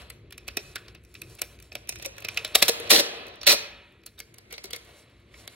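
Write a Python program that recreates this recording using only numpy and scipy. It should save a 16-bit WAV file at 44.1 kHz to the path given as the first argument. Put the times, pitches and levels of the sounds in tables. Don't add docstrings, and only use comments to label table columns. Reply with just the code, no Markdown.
import sys
import numpy as np
from scipy import signal
from scipy.fft import rfft, irfft, next_fast_len
from scipy.io import wavfile
from scipy.ndimage import uniform_filter1d, minimum_filter1d

SR = 44100
rng = np.random.default_rng(int(sys.argv[2]) if len(sys.argv) > 2 else 0)


def put_to_file(sound):
    columns = np.atleast_2d(sound).T
    safe = np.clip(columns, -1, 1)
    whole_steps = np.round(safe * 32767)
    wavfile.write(sys.argv[1], SR, whole_steps.astype(np.int16))


def amplitude_ratio(level_db):
    exponent = np.asarray(level_db, float) / 20
    return 10 ** exponent


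N = 244747

# frequency in Hz, level in dB per Hz.
FILM_COLOUR = [(410, -27.5), (700, -8.5), (1180, -17), (1800, -11.5), (2160, -12.5), (2430, -12),
               (2730, -13), (4320, -5.5), (4920, -11.5), (5690, -8.5), (6320, -13), (7990, -8.5),
               (11400, -9.5), (15200, -15), (16000, -15.5)]
# frequency in Hz, width in Hz, level in dB.
SHELL_MODES = [(468, 55, -1), (468, 12, -5), (575, 60, -2), (350, 60, -8), (670, 90, -7), (240, 120, -14)]
# frequency in Hz, width in Hz, level in dB.
RIB_MODES = [(2523, 71, -0.5), (3790, 240, -11), (5330, 600, -4)]
SPLIT_HZ, EDGE_HZ = 5200, 17500
LIFT_S, HELD_PITCH = 4.15, .86


def shape(x, table):
    size = next_fast_len(x.shape[-1])
    hz, db = np.transpose(table)
    bins_hz = np.arange(size // 2 + 1) * SR / size
    gain = amplitude_ratio(np.interp(np.log(bins_hz + 1), np.log(hz), db))
    return irfft(rfft(x, size) * gain, size)[..., :x.shape[-1]]


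def ring(x, modes):
    return sum(amplitude_ratio(db) * signal.lfilter(*signal.iirpeak(hz, hz / max(width, 10.), SR), x)
               for hz, width, db in modes)


def retune(modes, factor):
    return [(hz * factor, width, db) for hz, width, db in modes]


def band(x, lo_hz, hi_hz):
    return signal.sosfilt(signal.butter(3, [lo_hz, min(hi_hz, SR / 2.2)], "band", fs=SR, output="sos"), x)


def unit(x):
    return x / np.sqrt(np.mean(x ** 2))


def peak_at(x, db):
    return amplitude_ratio(db) * x / np.abs(x).max()


def walk(rate):
    k = int(SR / rate)
    held = np.repeat(rng.standard_normal(N // k + 1), k)[:N]
    return unit(uniform_filter1d(uniform_filter1d(held, k), k))


def curve(rows):
    s, *columns = np.transpose(rows)
    return [np.interp(np.arange(N) / SR, s, c) for c in columns]


def air():
    # time in seconds, drone level in dB rms.
    hum = [(0., -53.5), (.6, -53.5), (2., -54.5), (2.7, -56.5), (3.6, -60), (5.55, -60.5)]
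    # frequency in Hz, level in dB per Hz.
    hiss_colour = [(15, -44), (25, -29.5), (97, -6.5), (190, 7), (476, 0.5), (887, -25.5), (2220, -5),
                   (2760, -18), (4140, -27.5), (4870, -28), (8140, -34), (13200, -44.5), (16000, -54.5)]
    hiss_db, waver_db, upper_db = -60, 2.5, -1
    db, = curve(hum)
    low_gain = amplitude_ratio(db + waver_db * walk(17))
    drone = low_gain * unit(ring(rng.standard_normal(N), [(56.6, 8.5, 0)]))
    upper_gain = amplitude_ratio(db + upper_db + waver_db * walk(17))
    drone = drone + upper_gain * unit(ring(rng.standard_normal(N), [(104.6, 27, -2.5), (342, 44, -10.5)]))
    hiss = shape(rng.standard_normal((2, N)), hiss_colour)
    hiss = amplitude_ratio(hiss_db - 6) * hiss / np.std(band(hiss[0], 220, 16000))
    return band(hiss, 40, EDGE_HZ) + band(drone, 57, 500) * np.array([[1], [0]])


def room(x):
    # frequency in Hz, time to fall 60 dB in seconds.
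    walls = [(300, 0.83), (1000, 1), (3000, 0.85), (6000, 0.27), (12000, 0.38)]
    room_db, desk_db = -19.5, -7
    size = SR
    t = np.arange(size) / SR
    hz, t60 = np.transpose(walls)
    tail = 0
    for centre in 150 * 2. ** np.arange(0, 7):
        decay = amplitude_ratio(-60 * t / np.interp(np.log(centre), np.log(hz), t60))
        top = centre * np.sqrt(2) ** (1 + (centre > 9000))
        tail = tail + decay * band(rng.standard_normal((2, size)), centre / np.sqrt(2), top)
    tail = tail * (1 - np.exp(-t / 0.0023))
    tail = amplitude_ratio(room_db) * tail / np.sqrt(np.sum(tail[0] ** 2))
    desk = band(rng.standard_normal((2, size)), 250, 5500) * np.exp(-t / .004)
    tail = tail + amplitude_ratio(np.array([[-15.], [-7.5]]) + desk_db) * desk / np.sqrt(np.sum(desk[0] ** 2))
    return signal.fftconvolve(x[None], tail, axes=1)[:, :N]


def crackle(spread_db, throb_db, rate):
    level_db = spread_db * rng.exponential(size=N) + throb_db * walk(rate)
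    return unit(rng.standard_normal(N) * amplitude_ratio(level_db))


def roll():
    # frequency in Hz, width in Hz, level in dB.
    roll_modes = [(468, 16, 0), (560, 43, -6), (399.5, 82, -7.5)]
    times = 2.45, 2.72, 3.25, 3.42
    db = -48.5 + np.interp(np.arange(N) / SR, times, [-16.5, 0, 0, -16.5], -200, -200)
    return amplitude_ratio(db) * unit(band(ring(crackle(1.6, 2.5, 40), roll_modes), 210, 900))


def knocks():
    # start in seconds, peak level in dB, ring in Hz.
    bumps = [(0.571, -32.5, 418), (1.4185, -46, 583), (2.0601, -33, 540), (2.4474, -34, 620),
             (2.693, -16.5, 468), (2.802, -30.5, 468), (4.2, -50, 467), (4.528, -39.5, 467),
             (4.645, -38, 391), (4.733, -35, 483)]
    push_ms, thump_width_hz, after_width_hz, after_db = 4.7, 58, 16, -4
    out, t = np.zeros(N + 12000), np.arange(12000) / SR
    push = np.sin(np.pi * np.clip(t * 3000 / push_ms, 0, 1)) ** 2
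    for s, db, hz in bumps:
        thump = ring(push, [(hz, thump_width_hz, 0)])
        after = ring(push, [(hz, after_width_hz, 0)])
        i = int(s * SR)
        out[i:i + len(t)] += peak_at(peak_at(thump, 0) + peak_at(after, after_db), db)
    return out[:N]


def tape(snaps, colour, peel_db, hollow_db, bright_db):
    film = shape(snaps, colour)
    middle, top = unit(band(film, 800, SPLIT_HZ)), unit(band(film, SPLIT_HZ, EDGE_HZ))
    hollow = unit(band(ring(snaps, SHELL_MODES), 120, 2035))
    return amplitude_ratio(peel_db) * middle + amplitude_ratio(bright_db) * top + amplitude_ratio(hollow_db) * hollow


def rustle():
    # time in seconds, effort in dB rms, film tautness in dB.
    effort = [(0., -52.5, -1.5), (.3, -71, -21), (.6, -56.5, -0.5), (.86, -58.5, -6), (1., -71.5, -5.5),
              (1.25, -62.5, 7.2), (1.45, -58.5, 2), (1.7, -68, -1), (2., -61.5, -10), (2.5, -47.5, -5),
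              (3.17, -42, -10.5), (3.4, -53, -17), (4.05, -74.5, -2), (4.75, -57, -3.5), (5., -56, -1.5),
              (5.08, -64.5, -13.5), (5.3, -66, -11.5), (5.4, -55.5, -1.5)]
    # frequency in Hz, level in dB per Hz.
    soft_colour = [(410, -30), (700, -9), (875, 4), (1440, 0.5), (1750, 1), (1920, -0.5), (2190, -2),
                   (2770, 0.5), (3640, -2.5), (3990, 0), (4990, -7.5), (10400, -16), (16000, -33)]
    peel_db, taut_db = curve(effort)
    snaps = crackle(1.8, 1.5, 30)
    held = np.arange(N) / SR > LIFT_S
    rib = np.where(held, ring(snaps, retune(RIB_MODES[:1], HELD_PITCH)), ring(snaps, RIB_MODES[:1]))
    film = tape(snaps, soft_colour, peel_db, peel_db - 4.5, peel_db + taut_db + 2.5 * walk(18))
    rib = amplitude_ratio(peel_db - 13 + 3.5 * walk(7)) * unit(rib)
    sheen = amplitude_ratio(peel_db + taut_db - 10.5) * unit(ring(snaps, [(5647, 1400, 0)]))
    return film + rib + sheen


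def ticks(rows):
    lead_ms, lead_db = 1.45, -29.5
    snap_db, rib_scatter_db = 16.5, 8.5
    sheen_ms = 5.5
    size = 6000
    out, t = np.zeros(N + size), np.arange(size) / SR
    for (s, db, hz, hollow_db, bright_db, ms), snaps in zip(rows, rng.standard_normal((len(rows), 2, size))):
        since_ms = t * 1000 - 8
        age = np.maximum(since_ms, 0) / max(ms, .2)
        lead = amplitude_ratio(lead_db) * np.exp(np.minimum(since_ms, 0) / lead_ms) * np.exp(-age)
        creak = amplitude_ratio(-24.5) * (1 - np.exp(-age)) * np.exp(-t / 0.014)
        swell = lead + age ** 2 * np.exp(-3.0 * age) + creak
        spray = snaps[0] * amplitude_ratio(6.35 / max(ms, 1.5) * np.minimum(snaps[1] ** 2, 5)) * swell
        spray[np.argmax(swell)] += amplitude_ratio(snap_db) * swell.max() / max(ms, 1)

        ribs = ring(spray, retune(RIB_MODES, HELD_PITCH if s > LIFT_S else 1))
        ribs = amplitude_ratio(rib_scatter_db * snaps[1, 1] - 2.0) * ribs
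        patch = band(ring(spray, [(hz, 350, 0)]) + ribs + amplitude_ratio(-7) * spray, 1250, SPLIT_HZ)
        hollow = band(ring(spray, retune(SHELL_MODES, 1 + 0.029 * snaps[1, 0])), 170, 1000)
        fading = spray * np.exp(-age * ms / (ms + sheen_ms))
        bright = shape(band(fading, SPLIT_HZ, EDGE_HZ), FILM_COLOUR)
        i = max(int((s - .008 - .0005 * ms) * SR), 0)
        out[i:i + size] += peak_at(patch, db) + peak_at(hollow, db + hollow_db) + peak_at(bright, db + bright_db)
    return out[:N]


def fingers():
    # time in seconds, peak in dB, treble in dB.
    taps = [(0.0188, -38, -5), (0.4802, -24.5, 4), (.571, -13.5, -0.5), (0.849, -52, -11), (0.883, -36, -9),
            (.9494, -37, -8), (1.05, -47.5, 2), (1.3511, -53, 17), (1.4181, -19, 11.5), (1.72, -29, -20),
            (1.7538, -18, -4.5), (1.8926, -20.5, 9.5), (1.924, -30, -3), (1.9979, -32, -8),
            (2.0254, -31, 6), (2.0604, -26.5, 12), (2.223, -31.5, -6), (2.2488, -18.5, -6),
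            (2.8005, -32, 6)]
    # time in seconds, peak in dB, treble in dB.
    picks = [(0.3084, -36, -3), (0.3255, -32.5, 0), (.38, -29.5, -1.5), (0.4857, -20.5, -5),
             (1.0375, -56, 7), (1.1417, -39.5, 4.5), (1.1522, -32, -12), (1.2179, -25.5, 3),
             (1.394, -36, 3), (1.5893, -41, -8), (1.601, -42, 6), (1.6258, -38.5, 6), (1.728, -40, -2),
             (1.874, -38.5, 2), (1.958, -32.5, 0), (1.988, -45.5, 5.5), (2.167, -44.5, 2.5),
             (2.205, -54, 19), (2.2868, -17.5, -4), (2.3454, -31.5, -2), (2.374, -9, -10), (2.4775, -36, 3),
             (3.268, -49.5, 7.5), (3.283, -48, 9), (3.924, -59, 2.5), (4.8496, -52, 6), (5.1, -65, 8),
             (5.2, -65, 8.5)]
    # time in seconds, peak in dB, ring of the patch in Hz, treble in dB.
    fumbles = [(0.1018, -31.5, 2130, 5.5), (0.7579, -21.5, 1540, -2), (1.299, -53, 4250, 13),
               (2.1823, -29, 1840, -2.5), (2.4486, -17.5, 3700, -1.5), (3.3574, -52, 1295, 13),
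               (3.4146, -26.5, 4420, -11), (3.4327, -25.5, 4260, -9), (4.0174, -62, 2240, -5),
               (4.0362, -47, 2296, -5), (4.064, -37.5, 4170, 12.5), (4.0757, -39, 4310, -2),
               (4.1919, -41, 4400, 8), (4.2023, -25, 1703, 1), (4.3425, -44, 2120, 3),
               (4.3842, -36, 4310, 5.5), (4.5027, -60, 2190, -12), (4.5262, -31.5, 2154, 5.5),
               (4.5392, -31, 3790, -8), (4.5806, -25.5, 2100, -8.5), (4.6415, -27.5, 4170, 2.5),
               (4.6553, -37.5, 3930, 4), (4.708, -30.5, 3100, 3), (4.7328, -20.5, 3550, 2),
               (4.7618, -28.5, 2150, 4.5), (5.3424, -39.5, 2164, -21), (5.477, -26, 3900, 1)]
    # time in seconds, peak in dB, ring in Hz, length in ms.
    scrapes = [(0.473, -44, 2550, 7.8), (1.39, -35.5, 2540, 8.4), (1.887, -41, 2500, 8.5),
               (2.022, -39, 3500, 18), (2.051, -25, 2500, 6.8), (2.245, -33, 2500, 4.8),
               (2.365, -32, 3000, 4.3), (2.387, -32.5, 3000, 7.7), (2.551, -12, 1900, 5.2),
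               (2.624, -4.5, 2420, 6), (2.874, -33.5, 4000, 2.5), (3.34, -47.5, 4000, 1.43),
               (4.186, -40.5, 3800, 15), (4.511, -39, 2150, 12.7), (4.701, -54, 3200, 11),
               (4.746, -33.5, 2150, 11.5)]
    rib_hz, tick_ms = 2540, 1.6
    return (ticks([(s, db, rib_hz, -15, top, tick_ms) for s, db, top in taps])
            + ticks([(s, db, rib_hz, -28.5, top, tick_ms) for s, db, top in picks])
            + ticks([(s, db, hz, -18, top, tick_ms) for s, db, hz, top in fumbles])
            + ticks([(s, db, hz, -16.5, -9, ms) for s, db, hz, ms in scrapes]))


def rips():
    # start in seconds, hold in seconds, peel in dB rms, sag in dB over the hold, hollow in dB.
    jerks = [
        (2.5518, 0.0065, -11.5, -1.9, -9),
        (2.6252, 0.0052, -10.5, 2.5, -13),
        (2.682, 0.014, -17, 2.5, -10),
        (2.894, .009, -39, -12, -13),
        (2.9039, .012, -14, -2.5, -12.5),
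        (2.919, 0.09, -19, 3.5, -8.5),
        (3.467, .063, -14.5, 7, -15),
        (3.532, .016, -26, 7.5, -6.5),
    ]
    # time in seconds, peak in dB.
    slips = [(2.9066, -6.5), (2.915, -0.5), (2.9273, -6.5), (2.9339, -2.5), (2.9465, -5), (2.962, -6.5),
             (3.4763, -2.5), (3.487, -4), (3.492, -5.5), (3.497, -9.5), (3.5015, -4.5), (3.5083, -4),
             (3.5128, -7), (3.5185, -9.5), (3.5285, -6)]
    slip_hz, slip_depth_db = 185, 12
    bite_s, bite_db, creak_s, creak_db = .0015, -20.5, 0.0076, -7.5
    let_go_s, let_go_db, trail_s, trail_db = 0.0038, -17, 0.0047, -18.5
    shell_lag_s, bright_rel_db, dull_db_per_s, chatter_s = 0.0038, -1.5, 51, 2.916
    t = np.arange(N) / SR
    cycle = np.cumsum(slip_hz * (1 + .3 * np.tanh(walk(90)))) / SR % 1
    snaps = crackle(2.0, 1.5, 420)
    snaps = snaps * np.where(t > chatter_s, amplitude_ratio(slip_depth_db * (0.4847 - cycle)), 1)
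    keep = np.exp(-1 / (shell_lag_s * SR))
    peel = hollow = bright = 1e-9
    for s, hold, db, sag_db, hollow_db in jerks:
        times = s + np.cumsum([-bite_s - creak_s, creak_s, bite_s, hold, let_go_s, trail_s])
        levels = np.cumsum([bite_db + creak_db, -creak_db, -bite_db, -sag_db, let_go_db, trail_db])
        gain = amplitude_ratio(db + np.interp(t, times, levels, -200, -200))
        held = gain * amplitude_ratio(np.interp(t, times[2:4], [0, sag_db]))
        peel = peel + gain
        bright = bright + gain * (t > times[1]) * amplitude_ratio(bright_rel_db - dull_db_per_s * hold)
        hollow = hollow + amplitude_ratio(hollow_db) * signal.lfilter([1 - keep], [1, -keep], held)
    peel_db, hollow_db, bright_db = 20 * np.log10([peel, hollow, bright])
    hard_slips = ticks([(s, db - 4, 4150, -16, -3, 1.2) for s, db in slips])
    return tape(snaps, FILM_COLOUR, peel_db, hollow_db, bright_db) + hard_slips


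def scene():
    # frequency in Hz, lead of the left port in radians.
    ports = [(0, 0), (520, -.2), (860, -1.4), (1250, -.3), (1700, -.9), (2450, -.3), (2760, -1.2),
             (3450, -.2), (4650, -.7), (4900, -3.1), (5100, -4.9), (9000, -4.9), (11000, -6.15),
             (16500, -6.25)]
    # frequency in Hz, left minus right in dB.
    lean = [(100, .3), (300, 3.5), (700, 3), (1200, -.5), (5000, -1), (12000, 0)]
    # frequency in Hz, level in dB.
    apart_colour = [(60, -21.5), (150, -6.5), (350, -14.5), (700, 1), (3000, -0.5), (8000, 8.5),
                    (11000, -15.5), (16000, -26.5)]
    jerks = rips()
    small = fingers() + knocks() + rustle() + roll()
    near = jerks + small
    shared, apart = room(small + amplitude_ratio(3.5) * jerks) + air()
    size = next_fast_len(N)
    hz = np.arange(size // 2 + 1) * SR / size
    twist = np.exp(.5j * np.interp(hz, *np.transpose(ports))) * amplitude_ratio(np.interp(hz, *np.transpose(lean)) / 2)
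    both = rfft(near + shared, size)
    apart = shape(apart, apart_colour) * walk(2.7)
    left = irfft(both * twist, size)[:N] + apart
    right = irfft(both / twist, size)[:N] - apart
    return np.array([left, right])


def gate(x):
    start_hz, thin_hz = 4700, 9000
    quiet_db, depth_db, share, shadow_db = -30, -26, .85, -11
    hz, _, z = signal.stft(x, SR, nperseg=512)
    quiet = 10 * np.log10(np.sum(np.abs(z) ** 2, axis=(0, 1)) + 1e-12) < quiet_db
    luck = uniform_filter1d(rng.standard_normal(z.shape[1:]), size=4, axis=0)
    luck = unit(uniform_filter1d(luck, size=9, axis=1))
    odds = share + np.interp(hz, [start_hz, thin_hz], [0, .5], 9)[:, None]
    top_db = 10 * np.log10(np.sum(np.abs(z[:, hz > start_hz]) ** 2, axis=(0, 1)) + 1e-14)
    odds = odds - 1.6 * (top_db + minimum_filter1d(-top_db, size=5) < shadow_db)
    lost = quiet * np.clip((luck - odds) * 4, 0, 1)
    return signal.istft(z * amplitude_ratio(depth_db * lost), SR)[1][:, :N]


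def roll_off(x):
    return signal.sosfilt(signal.butter(12, 16970, fs=SR, output="sos"), x)


def record(dry):
    low = signal.sosfilt(signal.ellip(6, .3, 32, 15900, fs=SR, output="sos"), dry)
    mix = gate(np.tanh(low))
    return roll_off(mix)


dry = scene()
out = record(dry)
put_to_file(out)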